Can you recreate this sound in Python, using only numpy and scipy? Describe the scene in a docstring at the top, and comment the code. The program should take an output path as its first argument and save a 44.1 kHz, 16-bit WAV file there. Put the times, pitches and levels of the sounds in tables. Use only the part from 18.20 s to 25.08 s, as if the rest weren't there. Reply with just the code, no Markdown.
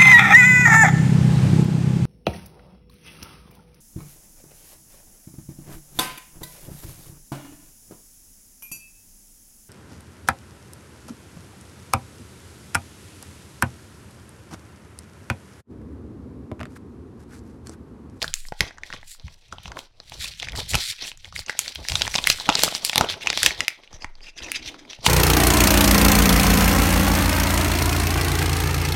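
"""Hands peel a thin plastic film off a flat device close to a microphone in a small quiet room.
A burst of creases snaps over at once (impulsive excitation of the sheet's modes), then snaps are sparse.
From 2 s snaps and hissing strokes (stick-slip friction) thicken, densest near 4 to 5 s, then thin out.
Near 6.2 to 6.7 s a stiff hinge rubs dully (friction in a low resonance); a few strong snaps end it.
Throughout, sheet and hands push low puffs of air (filtered noise) over a faint room and microphone floor."""
import sys
import numpy as np
from scipy import signal
from scipy.fft import rfft, irfft, next_fast_len
from scipy.io import wavfile

SR = 44100
rng = np.random.default_rng(int(sys.argv[2]) if len(sys.argv) > 2 else 0)


def persist_wave(psi):
    """Save psi, clipped to +-1, as 16-bit WAV."""
    counts = np.round(np.clip(psi, -1, 1) * 32767).astype(np.int16)
    wavfile.write(sys.argv[1], SR, np.atleast_2d(counts).T)


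def gain_from_db(level_db):
    """Turn a decibel level (scalar or array-like) into a linear amplitude factor."""
    decades = np.asarray(level_db, float) / 20
    return 10 ** decades


N = 303363


def evened(x):
    """Power normalisation: scales to rms 1."""
    return x / np.sqrt(np.mean(x ** 2) + 1e-20)


def peaked(x):
    """Peak normalisation: scales to peak 1."""
    return x / (abs(x).max() + 1e-12)


def read(points, hz):
    """Logarithmic pitch scale: interpolates a spectrum on a log-frequency axis."""
    f, value = np.transpose(points)
    return np.interp(np.log(hz + 1), np.log(f + 1), value)


def filtered(x, points):
    """Linear filtering: multiplies the spectrum of x by a gain curve in dB, without phase shift."""
    size = next_fast_len(x.shape[-1])
    gain = gain_from_db(read(points, np.fft.rfftfreq(size, 1 / SR)))
    return irfft(rfft(x, size) * gain, size)[..., :x.shape[-1]]


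def colour(x, points):
    """Spectral shaping: filters x by relative levels, then sets rms 1."""
    return evened(filtered(x, points))


def resonate(x, hz, width):
    """Resonance by heterodyning: shifts hz (fixed or moving) to zero, smooths, shifts back; peak gain 1."""
    turn = np.exp(2j * np.pi * np.cumsum(hz * np.ones(len(x))) / SR)
    r = np.exp(-np.pi * width / SR)
    smooth = signal.lfilter([1 - r], [1, -r], x / turn)
    return 2 * (turn * smooth).real


def add(mix, s, sound):
    """Superposition: mixes a sound in at time s."""
    part = mix[max(round(s * SR), 0):][:len(sound)]
    part += sound[:len(part)]


def slips(per_s, spread_db):
    """Stick-slip as a random pulse train: clicks of random sign, exponential in dB, a few of them large."""
    chance, size, sign = rng.random((3, N))
    size_db = spread_db * np.minimum(-np.log(size + 1e-9), 4)
    return (chance < per_s / SR) * gain_from_db(size_db) * np.sign(sign - .5)


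def flutter(rate_hz, depth_db):
    """Amplitude modulation: noise below rate_hz wavers a gain by depth_db rms."""
    low = signal.butter(2, rate_hz, fs=SR, output="sos")
    noise = signal.sosfilt(low, rng.standard_normal(N))
    return gain_from_db(depth_db * evened(noise))


def swells(rows, lift_db=0, steepness=1):
    """Exponential growth and decay: power of each event (rows x 64-sample steps), straight slopes in dB."""
    round_top = 0.13  # rounding of the peak, in parts of its 20 dB slope
    s, rise, fall, db = np.transpose(rows)[:4, :, None]
    dt = np.arange(0, N + 64, 64) / SR - s
    slope = np.where(dt < 0, -dt / np.maximum(rise, .005), dt / np.maximum(fall, .005))
    slope = np.hypot(slope, round_top) - round_top
    return gain_from_db(db + lift_db - 20 * steepness * slope) ** 2


def fine(steps):
    """Linear interpolation: 64-sample steps to samples."""
    return np.interp(np.arange(N) / 64, np.arange(len(steps)), steps)


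def summed(power):
    """Incoherent addition: overlapping events add in power, giving one gain over time."""
    return fine(np.sqrt(power.sum(0)))


CRACK_T60 = 0.013  # s, decay of a snapping crease

# modes of the film, shared by snaps and strokes: (frequency [Hz], nominal bandwidth [Hz], gain [dB])
FILM_MODES = [(1980, 730, -23.5), (2647, 590, -10.5), (3240, 1260, -15.5), (4800, 935, -13.5),
              (5860, 660, -18)]
# creases snapping over; tick and push are relative to the ring:
# (time [s], ring peak level [dB], ring frequency [Hz], treble tick level [dB], low push level [dB])
SNAPS = [(0.018, -12, 4000, -14.5, -25), (0.0229, -13.5, 3660.0, -25.0, -30), (0.027, -9.5, 3960, 2, -19.5),
         (0.0348, -22.5, 4410.0, -20, -15), (0.043, -15.5, 1600, -18.5, -7.5), (0.0792, -16, 3740, -4, -22),
         (0.133, -30.5, 2800.0, -28, -35), (0.14, -3, 6800, 2.5, -48.5), (0.252, -31.5, 1990, -29, -10),
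         (0.2856, -26, 4770, -29, -16), (0.3223, -34, 1650, -44.5, 17), (0.4069, 1.5, 1910, -3, -23.5),
         (0.5078, -34, 1820, -36.0, -3), (0.5746, -41, 1740.0, -42.0, -4),
         (0.5829, -30.5, 1510.0, -34, -7.5), (0.6346, -19.5, 1980, -37, -33),
         (0.7028, -25.5, 1730, -18.5, -7), (0.727, -18, 1920, -41.0, -21.0), (0.7362, -25, 1440, -45, -1),
         (0.764, -31, 2230, -23.0, -28), (0.83, -34, 1900, -31.5, -4), (0.9975, -30, 3920.0, -18.0, -31),
         (1.081, -32, 2370, -43, -8), (1.3252, -22, 1280, -36.0, -10), (1.3834, -27.5, 3040, -39.0, -5),
         (1.4342, -40, 3250.0, 8.5, -25.0), (1.457, -24, 2730, -35.0, -7), (1.4794, -24.5, 1220, -31.0, -8),
         (1.5184, -23.5, 1530, -32.0, -5.5), (1.5698, -28.5, 1530.0, -33.0, 5.5),
         (1.5904, -21, 3170, 3, -5), (1.8013, -24.5, 4000, -45, -9.5), (1.8972, -30, 4130, 3, -22),
         (1.9203, -28, 2860.0, -15.0, -2.5), (2.0438, -14.0, 3780, -16.0, -21.5),
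         (2.1373, -28.0, 3380, -13, -32), (2.1992, -16, 3220, -26, -33), (2.2228, -18, 3570, -22.0, -20),
         (2.2284, -15.5, 2130, -25.0, -10.5), (2.2718, -25, 1920, -22.0, -21),
         (2.2859, -17.0, 2220.0, -25, -29), (2.295, -28, 3490.0, -36.0, -24),
         (2.3208, -22.5, 3880, -7, -29), (2.332, -30, 1990, -19.0, -21), (2.3531, -24, 1820, -23.0, -10),
         (2.3748, -17, 4270, -25.0, -15.0), (2.4018, -30, 2690.0, -30, -19),
         (2.5138, -18, 5250.0, -13.5, -38), (2.5356, -10.5, 2160, -28, -18),
         (2.5435, -8.5, 2860, -20.0, -9.5), (2.5502, -14, 1430, -19, -9), (2.5535, -5.5, 2950, 0.5, -9),
         (2.5873, -18, 3880.0, -11, -23.0), (2.8221, -22.0, 4400, -28.0, -41),
         (2.8788, -18.5, 3330, -11, -38), (2.9167, -21.5, 2820, -28, -16), (2.974, -31.5, 7500, -5, -37),
         (3.0458, -23.0, 3320, -24.0, -52), (3.0546, -28, 1970, -25, -28),
         (3.1252, -29.5, 1210.0, -33.0, -13), (3.1621, -16.5, 2150, -21, -39),
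         (3.192, -14, 4470, -12, -18.0), (3.2204, -34, 2110, -26.0, -21.0),
         (3.263, -26, 6370.0, -22.0, -38), (3.2823, -28.0, 2480, -21.5, -8),
         (3.296, -11.5, 1880, -19, -9.5), (3.3055, -26, 1700, -21.5, -16), (3.3276, -30, 2000.0, -26, -7),
         (3.3508, -33, 1810.0, -28, -1), (3.3912, 1, 6500, 2.5, -27.5), (3.4796, -15, 4060, -20.0, -13.5),
         (3.5504, -30, 2700, 14, -22), (3.557, -17, 3220, -7, -17), (3.6506, -26.0, 1790.0, -27.0, -7),
         (3.6858, -5, 5000, -7.5, -41), (3.6973, -15, 2980, -36, -33), (3.7076, -34, 4690.0, -22.0, -21),
         (3.72, -6.5, 4400, -21.5, -17.5), (3.7551, -2, 3440, -29.5, -15), (3.7663, -28, 4720.0, -20.0, -2),
         (3.8099, -15, 3530, -24.0, -10), (3.812, -17, 2700, -27, -4), (3.8189, -2, 3630, -11, -29),
         (3.8518, -19, 3010.0, -22.0, -9), (3.8677, -19.5, 1980.0, -26.0, -12),
         (3.878, -9.5, 2080, -27, -6), (3.9422, -9, 2220, -21, -19), (3.9535, -5.5, 4800.0, -11, -8),
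         (3.959, -2.5, 3600, -17.5, -14.5), (3.9825, -6.5, 3600, -26, -18.5), (3.9871, -8, 2460, -20.5, -5),
         (4.041, -7.5, 3360.0, -23, -21.5), (4.0514, -25.0, 2050.0, -10.5, -4),
         (4.0719, 2.5, 2010, 2.5, -29.5), (4.1004, 7.5, 4030, -5.5, -28), (4.1163, -12, 2570, -18, -26),
         (4.1854, -26, 1360, -30, -4), (4.1998, -12.5, 3800, -22, -17), (4.2078, -28.5, 4050.0, -28.0, 2),
         (4.2902, -12, 2710, -37, 13.5), (4.292, -2.0, 1210.0, -21.5, -13), (4.2991, -4.5, 3340, -22.5, -6),
         (4.3255, -12.5, 3360, -23, -16), (4.353, -3.5, 4400, -18.5, -12.5),
         (4.393, -5.5, 3900.0, -13, -17), (4.421, -6, 4370, -18, -33), (4.4351, 5, 4520, 4.5, -12),
         (4.4779, -16, 1190, -29, -3), (4.5246, -21, 3080, -30, -1.5), (4.5501, -4.5, 4860, -26.5, -17.5),
         (4.649, -3.0, 5000, 6.5, -32), (4.678, -21, 4410.0, -15.5, -18), (4.6962, -4, 3420, -6.5, -20),
         (4.7315, -12, 2230, -29.5, -10), (4.758, -1.5, 3340, 0.5, -8.5), (4.7796, 1, 3730, 3, -14),
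         (4.8099, 2.5, 1280, -25, -3), (4.8419, -21.5, 1200, -24.5, 3), (4.846, -16.5, 2550, -27, -23),
         (4.8994, -11.5, 4300, -27, -17.5), (4.9404, -21.5, 2680, -13, -6),
         (5.0097, -27.5, 2220.0, -19, -26), (5.0613, -20.5, 2350.0, -23, -5),
         (5.0714, -3.5, 2630.0, -11.5, -16.5), (5.1018, -2.5, 4200, -20, -16), (5.1294, -10, 2250, -9, -19),
         (5.1746, -4.0, 3700, -4, -17), (5.2312, 0.5, 1910, 2, -26), (5.2617, 7, 1980, -8.5, -21.5),
         (5.307, -13.5, 2130, -34, -16), (5.3404, -38, 1610.0, -23, -24.0), (5.3993, -33, 2350.0, -23, 5),
         (5.4055, -4, 1900, -12, -19), (5.448, -21, 3080.0, -28.5, -28), (5.4812, -2.5, 2230, 0, -23),
         (5.504, -27, 2050.0, -25, -30), (5.6356, -36.5, 2480.0, -26, -21),
         (5.6755, -35.5, 2760.0, -32.0, -21), (5.7296, -31.5, 5600, -19.5, -5.5),
         (5.8214, -30, 2600, -33.0, -19), (5.8447, -17, 2050, -28, -5), (5.9536, -36, 4480.0, -19.0, -17),
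         (6.0068, -36, 2400, -28.0, -23), (6.038, -43, 3140.0, -34.0, -28),
         (6.2057, -38, 1440.0, -24.0, -17), (6.2222, -26, 3040.0, -37, -22),
         (6.3179, -10.5, 2500, 5.5, -34.0), (6.543, -30, 1200, -41.0, -3.5), (6.6508, -39, 2210, -35.0, -4),
         (6.732, -22, 3050, -24, -15.5), (6.788, -46.5, 3060.0, -28.0, 8.5),
         (6.8123, -38, 4290.0, -25.0, -16), (6.8536, -16.0, 3030, -13.5, -31), (6.864, -1.5, 2770, 6, -2.5),
         (6.8668, -1.5, 3660, -14.0, -13)]


def snaps():
    """Snap-through buckling: a step and a jumble of after-slips ring the film modes and push the slab."""
    push_centre_hz, push_spread = 793, 0.25  # the slab answers near this pitch, spread in parts of it
    thud_hz, thud_db = 193, -13.5  # the slab gives in the hand under each push
    whole_sheet_db_per_db = 0.46  # a stronger snap shakes more of the sheet, so all its modes join in
    t, out = np.arange(2048) / SR, np.zeros(N)
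    sheet_noise, tick_noise, push_noise = rng.standard_normal((len(SNAPS), 3, len(t))).transpose(1, 0, 2)

    step = 1 + 4.33 * np.exp(-t / 0.000063)  # the first flip is the strongest
    crack = step * gain_from_db(-60 * t / CRACK_T60)
    settling = gain_from_db(-38 - 60 * t / (1.5 * CRACK_T60))
    fall = crack + settling
    sheet = sheet_noise * fall
    modes = sum(gain_from_db(gain_db) * signal.fftconvolve(sheet, resonate(t == 0, f, width)[None], axes=1)
                for f, width, gain_db in FILM_MODES)
    treble = signal.butter(3, 7500, "high", fs=SR, output="sos")
    ticks = signal.sosfilt(treble, tick_noise * fall * (gain_from_db(-60 * t / 0.017) + gain_from_db(-1.5)))
    # the sheet is too limp to ring outside this band
    soft = signal.butter(3, [1100, 7500], "band", fs=SR, output="sos")
    pitches = push_centre_hz * (1 + push_spread * rng.uniform(-1, 1, len(SNAPS)))

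    for k, ((s, db, hz, tick_db, push_db), push_hz) in enumerate(zip(SNAPS, pitches)):
        width = hz / 2.6
        ring = resonate(resonate(sheet[k], hz, width), hz, width)
        ring = ring + 1.72 * gain_from_db(whole_sheet_db_per_db * db) * modes[k, :len(t)]
        ring = peaked(signal.sosfilt(soft, ring))
        blow = push_noise[k] * fall
        push = peaked(resonate(resonate(blow, push_hz, 390), push_hz, 1600))
        thud = peaked(resonate(resonate(blow, thud_hz, 140), thud_hz, 370))
        push = push + gain_from_db(thud_db) * thud
        add(out, s, gain_from_db(db) * (ring + gain_from_db(tick_db) * peaked(ticks[k]) + gain_from_db(push_db) * push))
    return out


# film sliding on skin and glass; rise and fall each span 20 dB, brightness is sizzle over hiss:
# (peak time [s], rise [s], fall [s], peak level [dB], brightness [dB])
STROKES = [(0.026, 0.026, .15, -45.5, 0.5), (.149, 0.016, 0.18, -47, 3), (.283, 0.11, 0.047, -58, 7.5),
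           (.395, 0.062, 0.042, -44, -7), (.415, 0.013, 0.08, -31, -18.5), (0.667, 0.05, 0.14, -46, -9.5),
           (0.734, 0.02, 0.096, -44, -20.5), (.927, 0.098, 0.057, -43.5, 4),
           (1.06, 0.11, 0.093, -55.5, -14), (1.14, 0.075, 0.041, -53, -6.5), (1.19, .04, 0.086, -59.5, -8),
           (1.25, 0.086, .2, -57, -17), (1.331, 0.072, .12, -52, -15), (1.46, 0.084, 0.08, -44.5, -16),
           (1.593, .045, 0.071, -43.5, -5), (1.887, 0.16, 0.071, -53, -9), (1.926, 0.049, 0.18, -44, -8),
           (1.995, 0.042, 0.12, -40.5, -3.5), (2.034, .07, .12, -32, -5.5), (2.083, 0.18, 0.017, -46, -3.5),
           (2.199, 0.07, 0.016, -39, -9), (2.232, 0.025, 0.071, -32.5, -17), (2.364, .015, 0.11, -32.5, -3),
           (2.399, 0.027, 0.054, -30, -10), (2.548, 0.07, 0.066, -27.5, -6), (2.495, 0.018, 0.2, -35, 3.5),
           (2.639, 0.1, .2, -39, -3), (2.693, 0.19, 0.064, -27.5, -5.5), (2.79, .05, .06, -46, -22.5),
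           (2.825, .025, .07, -33, -20), (2.88, 0.088, 0.058, -38.5, -3.5), (3.051, 0.068, .075, -45, -8.5),
           (3.165, 0.034, 0.079, -37, -4.5), (3.195, .04, .04, -36, -1), (3.297, 0.024, 0.043, -33.5, -5.5),
           (3.398, 0.024, 0.17, -35, -4), (3.486, .15, .05, -33, -8.5), (3.556, 0.027, 0.19, -48, -18.5),
           (3.695, 0.031, .3, -34, -4.5), (3.81, 0.34, 0.51, -38, -6.5), (3.941, 0.38, 0.9, -37.5, -4.5),
           (4.102, 0.045, 0.038, -19, -4), (4.25, .15, 0.17, -65, -24), (4.339, 0.15, 0.18, -27.5, -18),
           (4.442, 0.15, 0.087, -25.5, -3), (4.56, 0.19, 0.079, -30.5, -7.5),
           (4.654, 0.032, 0.12, -28, -1.5), (4.768, 0.027, 0.11, -28.5, -21.5),
           (4.907, 0.028, 0.055, -25, -12.5), (5.027, 0.027, 0.11, -30.5, -15),
           (5.27, 0.17, 0.055, -21, -8.5), (5.411, 0.18, 0.19, -39, -14), (5.492, 0.033, 0.022, -51, -19.5),
           (5.737, 0.037, 0.094, -47, -36), (5.821, 0.026, 0.046, -54, -55),
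           (5.898, 0.071, 0.22, -66.5, -28), (5.64, 0.0084, 0.032, -47.5, -28.5),
           (6.03, 0.01, 0.082, -45.5, -30.5), (6.09, 0.093, 0.017, -45.5, -42),
           (6.178, 0.012, 0.035, -36.5, -37.5), (6.229, .012, 0.027, -40, -39),
           (6.29, .07, 0.098, -42.5, -29), (6.355, .012, 0.037, -25.5, -24.5),
           (6.374, 0.035, 0.0056, -29, -25), (6.462, 0.0069, 0.083, -33.5, -15),
           (6.486, 0.074, 0.013, -31.5, -18), (6.594, 0.014, 0.027, -43.5, -37.5),
           (6.64, 0.076, 0.032, -51, -24.5), (6.704, 0.012, 0.13, -42.5, -20.5),
           (6.74, 0.091, .02, -46.5, -18), (6.864, 0.031, 0.076, -19.5, -2.5)]
# spectrum of the sizzle: (frequency [Hz], relative level [dB per Hz])
SIZZLE = [(5000, -30), (7000, 5.5), (10000, -2.5), (13000, -3.5), (16000, -2), (20000, -31)]


def slide():
    """Stick-slip friction: dense slips excite the film modes and sizzle on top, bending small creases."""
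    sizzle_steepness = 1.54  # the sizzle rises and dies faster than the hiss
    free_hz_at_0_db, free_hz_per_db = 4240, 67.5  # a taut, bright stroke raises the free sheet's pitch
    # slack, dull strokes let the film modes ring clearer
    ring_db, ring_db_per_dull_db, ring_width = -10.5, .5, 0.95
    crinkle_db_per_dull_db = 0.1915  # taut, bright strokes glide without creasing

    power, bright_db = swells(STROKES), np.array(STROKES)[:, 4:]
    hiss, sizzle = summed(power), summed(swells(STROKES, bright_db, sizzle_steepness))
    # power-weighted, so the stroke that leads sets the brightness
    now_db = fine((power * bright_db).sum(0) / power.sum(0))
    free_hz = free_hz_at_0_db + free_hz_per_db * now_db
    grip = flutter(rate_hz=33.4, depth_db=3.0)  # pressure of the fingers wavers quickly
    rub = slips(per_s=6000, spread_db=4.0)

    film = np.zeros(N)
    for k, (f, width, gain_db) in enumerate(FILM_MODES):
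        # each mode swells and fades a little on its own as the sheet bends; polarities alternate
        bend = flutter(rate_hz=13.5, depth_db=0.65)
        mode = resonate(resonate(rub, f, 2.0 * width), f, 2.0 * width)
        film += (-1) ** k * gain_from_db(gain_db) * bend * mode
    # thin film radiates little bass
    film = signal.sosfilt(signal.butter(3, 1400, "high", fs=SR, output="sos"), film)
    film = 0.75 * film + resonate(film, free_hz, 2100)  # the free span of sheet favours its own pitch

    ringing = np.zeros(N)
    for f, width, gain_db in FILM_MODES:
        mode = resonate(resonate(rub, f, ring_width * width), f, width)
        ringing += gain_from_db(gain_db) * flutter(rate_hz=13, depth_db=7.5) * mode
    film = evened(film) + gain_from_db(ring_db - ring_db_per_dull_db * now_db) * evened(ringing)

    strokes = hiss * evened(grip * film) + sizzle * evened(grip * colour(rub, SIZZLE))
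    return strokes + crinkles(hiss * gain_from_db(-crinkle_db_per_dull_db * now_db))


def crinkles(hiss):
    """Random small bucklings: damped resonances at eight pitches, as strong as the stroke bending them."""
    t, out = np.arange(512) / SR, np.zeros(N)
    kind = rng.integers(0, 8, N)
    train = slips(per_s=110, spread_db=4.5) * hiss
    for k, hz in enumerate(np.geomspace(1500, 6500, num=8)):
        crack = rng.standard_normal(len(t)) * gain_from_db(-60 * t / CRACK_T60)
        out += signal.oaconvolve(train * (kind == k), peaked(resonate(crack, hz, 0.35 * hz)))[:N]
    return gain_from_db(-10) * out


# fingers scraping the slab; rise and fall each span 20 dB:
# (peak time [s], rise [s], fall [s], peak level [dB])
SCRAPES = [(.024, 0.013, 0.055, -40.5), (.409, .006, 0.061, -30), (.666, 0.24, .2, -54),
           (.733, 0.02, 0.06, -46), (1.0, 0.041, 0.81, -61.5), (1.331, 0.022, 0.027, -45.5),
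           (1.556, .12, 0.11, -44), (1.808, 0.059, 0.089, -56.5), (1.926, 0.026, 0.077, -47.5),
           (2.034, 0.17, .18, -53), (2.232, 0.032, 0.15, -47), (2.39, 0.096, 0.032, -35),
           (2.57, 0.071, 0.036, -35), (2.836, 0.045, 0.095, -46), (3.052, 0.033, 0.069, -55.5),
           (3.192, 0.051, 0.032, -44.5), (3.299, .05, 0.41, -55), (3.487, 0.18, 0.071, -50),
           (3.597, 0.021, 0.049, -43.5), (3.695, 0.011, 0.21, -42), (3.816, .15, 0.17, -42),
           (3.956, 0.025, 0.38, -43.5), (4.08, 0.021, 0.081, -37), (4.233, 0.12, .15, -48),
           (4.275, 0.017, 0.066, -34), (4.294, .006, .03, -20), (4.35, .02, 0.18, -35.5),
           (4.437, .01, 0.056, -28.5), (4.57, 0.13, 1, -46), (4.76, .006, 0.076, -25),
           (4.781, .006, .05, -20), (4.812, .006, .07, -25), (4.906, 0.068, 0.15, -43),
           (5.09, 0.1, 0.17, -35.5), (5.233, .008, .08, -34.5), (5.263, .008, 0.081, -33),
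           (5.411, 0.051, 0.08, -39.5), (5.6, 0.21, 0.3, -57), (5.737, 0.053, 0.082, -52),
           (5.82, 0.034, 0.083, -49), (6.05, 0.1, .09, -52.5), (6.24, 0.079, 0.25, -43.5),
           (6.544, .3, 0.12, -51.5), (6.703, 0.1, .12, -50), (6.875, 0.048, .1, -28)]
# spectrum of the scraped slab: (frequency [Hz], relative level [dB per Hz])
BODY = [(120, -4.5), (250, -4), (500, -0.5), (900, -3.5), (1400, -13), (2200, -33.5)]


def scrapes():
    """Structure-borne friction: slips of the fingers, coloured by the slab beneath the film."""
    rub = colour(slips(per_s=4000, spread_db=1.5), BODY)
    return summed(swells(SCRAPES)) * evened(flutter(rate_hz=29.5, depth_db=4.5) * rub)


def hinge():
    """Friction driving one low resonance of the case: a dull rub as the stiff hinge opens."""
    start_s, stop_s = 6.22, 6.7
    start_db, sag_db_per_s, edge_db_per_s = -49.5, -8, -300  # the edges fall away outside start and stop
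    rub, t = slips(per_s=930, spread_db=1), np.arange(N) / SR
    outside_s = np.maximum(start_s - t, 0) + np.maximum(t - stop_s, 0)
    level = gain_from_db(start_db + sag_db_per_s * (t - start_s) + edge_db_per_s * outside_s)
    return level * evened(resonate(resonate(rub, 275, 150), 273, 140))


# air pushed at the microphone; rise and fall each span 20 dB:
# (peak time [s], rise [s], fall [s], peak level [dB])
PUFFS = [(.06, 0.059, 0.083, -39.5), (.31, 0.096, .02, -64), (.41, 0.007, 0.042, -22),
         (.5, 0.056, 0.38, -48.5), (.75, 0.041, .13, -45.5), (1.046, .01, 0.078, -37.5),
         (1.4, 0.15, .025, -44.5), (1.46, 0.027, 0.079, -35), (1.99, 0.23, .5, -43.5),
         (2.36, 0.15, .13, -32.5), (2.55, 0.034, 0.065, -27), (2.7, 0.032, .045, -49),
         (2.83, 0.0085, 0.053, -50.5), (3.2, 0.21, 0.039, -40.5), (3.43, 0.083, 0.12, -54.5),
         (3.6, 0.042, 0.057, -37.5), (3.708, 0.0062, 0.087, -24.5), (3.83, 0.082, 0.15, -31.5),
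         (4.0, .3, 0.26, -40), (4.12, 0.11, .08, -45.5), (4.295, 0.031, 0.07, -36),
         (4.44, .04, 0.049, -43.5), (4.56, .027, 0.061, -53), (4.66, .07, .1, -53.5),
         (4.762, .008, 0.089, -34), (4.94, .08, 0.088, -48.5), (5.12, 0.077, 0.012, -43),
         (5.17, 0.015, .03, -34.5), (5.23, 0.011, 0.088, -28), (5.4, 0.074, 0.047, -43),
         (5.738, 0.011, 0.059, -43), (5.846, 0.0081, 0.038, -39.5), (6.0, .4, 0.35, -58),
         (6.222, .015, 0.036, -39.5), (6.5, 0.4, .03, -51), (6.79, .008, .04, -45),
         (6.86, 0.018, 0.065, -54)]
# spectrum of the puffs: (frequency [Hz], relative level [dB per Hz])
AIR = [(25, -35), (40, 3.5), (70, 3), (120, -2.5), (200, -13), (400, -55.5)]
# slow draught from the moving hands: (time [s], level [dB])
DRAUGHT = [(0, -42.5), (.29, -35.5), (.59, -53.5), (.85, -46.5), (1.26, -58), (1.55, -48), (1.74, -56),
           (2.6, -51), (2.74, -53.5), (3.24, -46.5), (3.43, -70), (3.9, -42), (4.73, -58.5), (5.5, -71.5),
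           (5.75, -45), (6.09, -42.5), (6.63, -59), (6.88, -57)]


def puffs():
    """Pressure fluctuation of moving air: lumpy low noise over a slower draught near 14 Hz."""
    air = flutter(rate_hz=5.0, depth_db=2.5) * colour(rng.standard_normal(N), AIR)
    draught = resonate(resonate(rng.standard_normal(N), 14, 9.6), 14, 9.6)
    s, db = np.transpose(DRAUGHT)
    draught_gain = gain_from_db(np.interp(np.arange(N) / SR, s, db))
    return summed(swells(PUFFS)) * evened(air) + draught_gain * evened(draught)


# reverberation time of the room: (frequency [Hz], t60 [s])
ROOM = [(300, 0.047), (1500, 0.31), (4000, 0.15), (10000, 0.15)]


def room(x):
    """Reverberation: sparse taps of random sign, each band decaying at its own rate, total energy 1."""
    taps = np.zeros(SR // 2)
    at = np.arange(120, len(taps) - 20, 20)
    taps[at + rng.integers(0, 20, len(at))] = rng.choice([-1., 1.], len(at))
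    hz, t, z = signal.stft(taps, SR, nperseg=256)
    t60 = np.clip(read(ROOM, hz), .02, 1)[:, None]
    tail = signal.istft(z * gain_from_db(-60 * t / t60), SR, nperseg=256)[1]
    return signal.fftconvolve(x, tail / np.linalg.norm(tail))[:N]


# spectrum of the room and microphone floor: (frequency [Hz], relative level [dB per Hz])
HUSH = [(18, -25.5), (30, -10.5), (127, -0.5), (328, -14.5), (1320, -15), (2230, -12.5), (4530, -8.5),
        (11700, -31.5), (16000, -44)]


def hush():
    """Stationary background noise: Gaussian noise with the spectrum of the room and microphone floor."""
    return gain_from_db(-79.5) * colour(rng.standard_normal(N), HUSH)


def scene():
    """Superposition of film and hand sounds, their room tail, moving air and floor."""
    near = snaps() + slide() + scrapes() + hinge()
    return (near + gain_from_db(-15) * room(near) + puffs() + hush())[None]


def roll_off(x):
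    """The treble ends steeply here."""
    return signal.sosfilt(signal.butter(12, 16480, fs=SR, output="sos"), x)


# response of the microphone: (frequency [Hz], gain [dB])
MICROPHONE = [(20, -1), (11000, 0), (14000, -8.5), (16000, -13.5), (17000, -21)]


def record(dry):
    """Transducer response and overload: the top treble is lost and peaks clip at full scale."""
    heard = filtered(dry, MICROPHONE)
    return roll_off(np.clip(heard, -1, 1))


dry = scene()
out = record(dry)
persist_wave(out)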